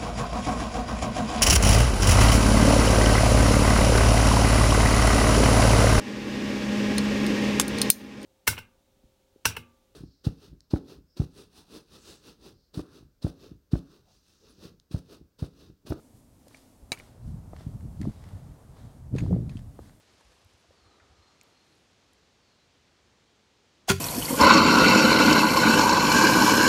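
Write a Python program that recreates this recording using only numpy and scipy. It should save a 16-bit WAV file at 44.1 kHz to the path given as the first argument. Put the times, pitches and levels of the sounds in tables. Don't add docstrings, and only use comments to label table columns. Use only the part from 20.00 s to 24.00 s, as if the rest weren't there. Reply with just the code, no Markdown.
import sys
import numpy as np
from scipy import signal
from scipy.fft import rfft, irfft
from scipy.io import wavfile

SR = 44100
rng = np.random.default_rng(int(sys.argv[2]) if len(sys.argv) > 2 else 0)


def transcribe(signal):
    frames = np.atleast_2d(signal).T
    limited = np.clip(frames, -1, 1)
    pcm = np.round(limited * 32767).astype(np.int16)
    wavfile.write(sys.argv[1], SR, pcm)


N = 176400
T = np.arange(N) / SR
FREQS = np.fft.rfftfreq(N, 1 / SR)


def amp(db):
    return 10 ** (np.asarray(db) / 20)


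def evened(x):
    return x / np.sqrt(np.mean(x ** 2) + 1e-20)


def look_up(points, hz):
    f, value = np.transpose(points)
    return np.interp(np.log(hz + 1), np.log(f + 1), value)


def envelope(start, rise, fade, hold=0):
    age = T - start
    return np.clip(age / rise, 0, 1) * np.exp(-np.log(1000) * np.maximum(age - hold, 0) / fade)


def noise(gains):
    return evened(irfft(rfft(rng.standard_normal(N)) * gains, N))


def drift(rate_hz):
    return noise(np.exp(-(FREQS / rate_hz) ** 2))


def bell(hz, octaves):
    distance = np.log2((FREQS + 1) / hz) / octaves
    return np.exp(-distance ** 2 / 2)


def grains(per_s, spread_db):
    slips = rng.choice([-1, 1], N) * amp(spread_db * rng.standard_normal(N))
    return evened(slips * (rng.random(N) < per_s / SR))


# f/Hz, level/dB
LEAF_TONE = [(15, -55), (25, -25), (48, -3.5), (80, 0.5), (119, -4), (485, -6.5), (618, -10.5),
             (787, -10.5), (853, -11), (1390, -13.5), (4300, -14.5), (6800, -20), (10500, -35),
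             (14100, -41), (15700, -44)]
def leaves():
    return noise(amp(look_up(LEAF_TONE, FREQS))) * amp(-65 + 0.31 * drift(rate_hz=2))


# f/Hz, level/dB
CLOTH_TONE = [(100, -8), (500, 1.5), (1000, -1), (2000, -6), (5500, -5.5), (9000, -17), (14500, -36)]
# t/s, level/dB
CLOTH_LOUDNESS = [(0, -68), (.3, -68), (.65, -73), (1.0, -71), (1.45, -74), (1.8, -76.5), (2.1, -78),
                  (4, -86)]
def clothes():
    db = np.interp(T, *np.transpose(CLOTH_LOUDNESS)) + 1.8 * drift(rate_hz=20)
    return noise(amp(look_up(CLOTH_TONE, FREQS))) * amp(db)


# t/s, level/dB
FIZZ_LOUDNESS = [(0, -73), (.08, -85), (.25, -77.5), (.45, -80), (.68, -87), (1.3, -103), (1.46, -83),
                 (1.6, -89), (1.76, -80), (1.92, -92), (4, -110)]
def sleeve_fizz():
    slips = grains(per_s=2500, spread_db=4.5)
    fizz = evened(irfft(rfft(slips) * bell(hz=8900, octaves=0.35), N))
    return fizz * amp(np.interp(T, *np.transpose(FIZZ_LOUDNESS)) + 2.6 * drift(rate_hz=60))


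# t/s, level/dB, f/Hz, width/octaves, fade/s
GEAR_TICKS = [(0.2092, -52.5, 600, 0.9, 0.035), (.209, -59, 8500, .25, .012),
              (.447, -61.5, 10000, .35, 0.018), (.644, -60.5, 750, 0.45, 0.056),
              (0.7052, -49.5, 590, 0.36, 0.03), (.999, -58, 1700, 0.37, 0.11),
              (1.4122, -52, 2450, 0.33, 0.01), (1.4124, -46, 5900, 0.48, 0.0096),
              (1.433, -56, 12500, 0.33, .01), (1.53, -61, 450, 0.89, .03), (1.726, -64, 4400, .17, .025),
              (2.133, -58.5, 8500, 0.5, 0.013)]
def gear_ticks():
    out = np.zeros(N)
    for s, db, hz, octaves, fade in GEAR_TICKS:
        knock = envelope(s, rise=0.5 / hz, fade=6 / (hz * octaves)) * np.sin(2 * np.pi * hz * (T - s))
        burst = envelope(s, rise=0.0005, fade=fade) * noise(bell(hz, octaves))
        out += amp(db) * (knock + burst)
    return out


# t/s, length/s, level/dB
MOVEMENT_BUMPS = [(.245, .07, -61), (.425, 0.063, -61), (0.528, 0.057, -65.5), (0.683, 0.066, -65),
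                  (0.805, 0.11, -66.5), (1.008, 0.056, -67), (1.096, .045, -60.5), (1.15, 0.098, -67)]
def bumps():
    out, rumble = np.zeros(N), noise(bell(hz=72.7, octaves=0.44))
    for s, length, db in MOVEMENT_BUMPS:
        swell = rumble * np.sin(np.pi * np.clip((T - s) / length, 0, 1))
        out += amp(db) * evened(swell) * np.sqrt(length * SR / N)
    return out


def resonate(x, hz, width):
    turn = np.exp(2j * np.pi * np.cumsum(hz) / SR)
    decay = np.exp(-np.pi * width / SR)
    ring = signal.lfilter([1], [1, -2 * decay, decay ** 2], x / turn)
    return evened((turn * ring).real)


# t/s, level/dB, main f/Hz
SLIDE_PATH = [(.62, -95, 1130), (.72, -75, 1150), (.83, -73, 1170), (.9, -66, 1205), (1.08, -67.5, 1215),
              (1.3, -71, 1195), (1.55, -73, 1200), (1.6, -95, 1150)]
# share of the main pitch, width/Hz, level/dB
SLIDE_NOTES = [(.33, 190, -2), (.65, 210, -3), (.81, 220, -2.5), (1.0, 200, 0)]
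def arrow_on_rest():
    times, levels, pitches = np.transpose(SLIDE_PATH)
    slips, pitch = grains(per_s=1500, spread_db=4), np.interp(T, times, pitches)
    ring = sum(amp(db) * resonate(slips, share * pitch, width) for share, width, db in SLIDE_NOTES)
    return evened(ring) * amp(np.interp(T, times, levels)) * (T > times[0]) * (T < times[-1])


# t/s, length/s, start f/Hz, end f/Hz, level/dB
BIRD_WHISTLES = [(0.725, 0.27, 4680, 3850, -68), (1.16, .18, 4170, 4230, -68), (1.5, .17, 4230, 4200, -69),
                 (2.405, .26, 4620, 3950, -70.5)]
def bird():
    out, waver = np.zeros(N), 1 + 0.009 * drift(rate_hz=62)
    for s, length, start_hz, end_hz, db in BIRD_WHISTLES:
        progress = np.clip((T - s) / length, 0, 1)
        hz = (end_hz + (start_hz - end_hz) * (1 - progress) ** 1.5) * waver
        loudness = amp(db - 6 * progress) * np.sqrt(abs(np.sin(np.pi * progress)))
        out += loudness * np.sin(2 * np.pi * np.cumsum(hz) / SR)
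    return amp(-1) * out + tree_echo(out)


# f/Hz, fade/s
ECHO_FADES = [(100, .2), (1200, 0.24), (2500, 0.41), (6000, 0.42), (15000, 0.51)]
def tree_echo(x, per_s=3000, spread_db=2.5, delay_s=0.014):
    echoes = rng.standard_normal(SR) * amp(spread_db * rng.standard_normal(SR))
    echoes *= (rng.random(SR) < per_s / SR) * (T[:SR] > delay_s)
    hz, t, bands = signal.stft(echoes, SR, nperseg=256)
    fading = np.exp(-np.log(1000) * t / look_up(ECHO_FADES, hz)[:, None])
    tail = signal.istft(bands * fading, SR, nperseg=256)[1]
    return signal.fftconvolve(x, tail / np.linalg.norm(tail))[:N]


# f/Hz, level/dB
SHAFT_TONE = [(100, -25), (300, -15), (450, -7), (850, -10), (1150, -5.5), (1280, -12.5), (1450, -4),
              (2700, -3.5), (4200, -7), (6500, -3.5), (7900, -8.5), (9500, -9), (11500, -12.5),
              (15500, -17)]
# f/Hz, width/Hz, level/dB
SHAFT_NOTES = [(690, 70, 6), (755, 51, 7), (988, 52, 8.5), (1032, 56, 8.5), (1093, 50, 5), (1390, 75, 9.5),
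               (1440, 100, 5.5), (1660, 57, -0.5), (2030, 39, 0.5), (2530, 59, 5), (3430, 110, 6.5),
               (4000, 38, 6.5), (4500, 30, 8), (4884, 76, 6), (5700, 60, 6), (6370, 30, 4), (6700, 50, 6),
               (7060, 90, 4), (7680, 22, 3), (9600, 30, 8.5)]
def ring_shaft(force, size=8192):
    hz = abs(np.fft.fftfreq(size, 1 / SR))
    peaks = 1 + sum(amp(db) ** 2 / (1 + (2 * (hz - f) / width) ** 2) for f, width, db in SHAFT_NOTES)
    log_gain = np.log(amp(look_up(SHAFT_TONE, hz)) * np.sqrt(peaks))
    spectrum = np.exp(np.conj(signal.hilbert(log_gain)))
    ring = np.fft.ifft(spectrum).real[:size // 2]
    return signal.fftconvolve(force, ring / np.linalg.norm(ring))[:N]


SLIP_S, LAUNCH_S, TIGHT_S = 3.8818, 3.889, 3.8973

# f/Hz, level/dB
POP_NOTES = [(420, -34), (730, -24.5), (1060, -35.5)]
def fingers(hiss_s=0.017, pop_s=0.009):
    swell = np.clip(1 + (T - LAUNCH_S) / hiss_s, 0, 1) ** 2 * (T < LAUNCH_S + 0.002)
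    hiss = amp(-29) * ring_shaft(swell * rng.standard_normal(N))
    age = np.clip(T - SLIP_S, 0, pop_s)
    notes = sum(amp(db) * np.sin(2 * np.pi * hz * age) for hz, db in POP_NOTES)
    return hiss + np.sin(np.pi * age / pop_s) * notes


# t/s, level/dB, f/Hz above which the slap is dulled
ARROW_SLAPS = [(3.8896, -19, 12000), (3.8949, -19, 6000), (3.8991, -16.5, 14000), (3.902, -11, 2800),
               (3.9085, -20, 6000), (3.9124, -18, 1200), (3.9168, -17, 10000), (3.922, -19, 900),
               (3.931, -31, 5000), (3.974, -46, 9000), (3.984, -39, 12000), (3.997, -42, 6000)]
def arrow_on_bow():
    scrape = envelope(LAUNCH_S, rise=0.002, hold=0.015, fade=0.097)
    force = amp(-21) * scrape * grains(per_s=9000, spread_db=4.5)
    for s, db, top_hz in ARROW_SLAPS:
        slap = amp(db) * envelope(s, rise=0.0005, fade=0.015) * rng.standard_normal(N)
        softness = np.exp(-2 * np.pi * top_hz / SR)
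        force += signal.lfilter([1 - softness], [1, -softness], slap)
    return ring_shaft(force)


def bow_shudder():
    return amp(-34) * envelope(LAUNCH_S, rise=0.0088, fade=0.25) * noise(bell(hz=240, octaves=0.73))


# t/s, level/dB, contact/s
GRIP_KNOCKS = [(3.8942, -8, .0004), (3.9018, 0, .00015), (3.9062, -10, .0004), (3.9168, -9, .0001)]
# f/Hz, level/dB, fade/s
GRIP_NOTES = [(668, -31, .05), (1034, -28.5, .055), (1400, -22, .05), (1560, -21, .022), (1906, -27, .04),
              (2035, -26, .04), (2490, -22.5, .045), (2780, -20.5, .02)]
def arrow_on_grip():
    out = np.zeros(N)
    for s, knock_db, contact_s in GRIP_KNOCKS:
        for hz, note_db, fade in GRIP_NOTES:
            strength = amp(knock_db + note_db) / np.hypot(1, hz * contact_s)
            out += strength * envelope(s, contact_s, fade) * np.sin(2 * np.pi * hz * (T - s))
    return out


# f/Hz, level/dB, fade/s
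TWANG_NOTES = [(71.4, -21.5, 0.13), (91.7, -27.5, 0.87), (135.7, -26.5, 0.39), (182, -30, 0.47),
               (255, -32, .14), (389, -14.5, 0.16), (436, -27.5, 0.11)]
def bowstring(thump_hz=162, drop_hz=69.6, drop_s=0.0055):
    age = np.maximum(T - TIGHT_S, 0)
    cycles = thump_hz * age + drop_hz * drop_s * (1 - np.exp(-age / drop_s))
    thump = envelope(TIGHT_S, rise=0.0082, hold=0.0082, fade=0.027) * np.sin(2 * np.pi * cycles)
    twang = sum(amp(db) * envelope(TIGHT_S, rise=0.0088, fade=fade) * np.cos(2 * np.pi * hz * age)
                for hz, db, fade in TWANG_NOTES)
    return amp(-13.5) * thump + twang


def scene():
    draw = clothes() + sleeve_fizz() + gear_ticks() + bumps() + arrow_on_rest()
    shot = fingers() + arrow_on_bow() + arrow_on_grip()
    echo = amp(-15) * tree_echo(draw + shot)
    return (leaves() + draw + bird() + shot + echo + bow_shudder() + bowstring())[None]


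def record(dry, low_cut_hz=47, ceiling_db=-4, top_hz=15750):
    hz = np.fft.rfftfreq(2 * N, 1 / SR)
    lean = irfft(rfft(dry, 2 * N) / np.sqrt(1 + (low_cut_hz / (hz + 1)) ** 10), 2 * N)[:, :N]
    rounded = lean / (1 + (lean / amp(ceiling_db)) ** 4) ** (1 / 4)
    treble_cut = signal.firwin(511, top_hz, window=("kaiser", 9), fs=SR)
    return signal.oaconvolve(rounded, treble_cut[None], "same")


dry = scene()
out = record(dry)
transcribe(out)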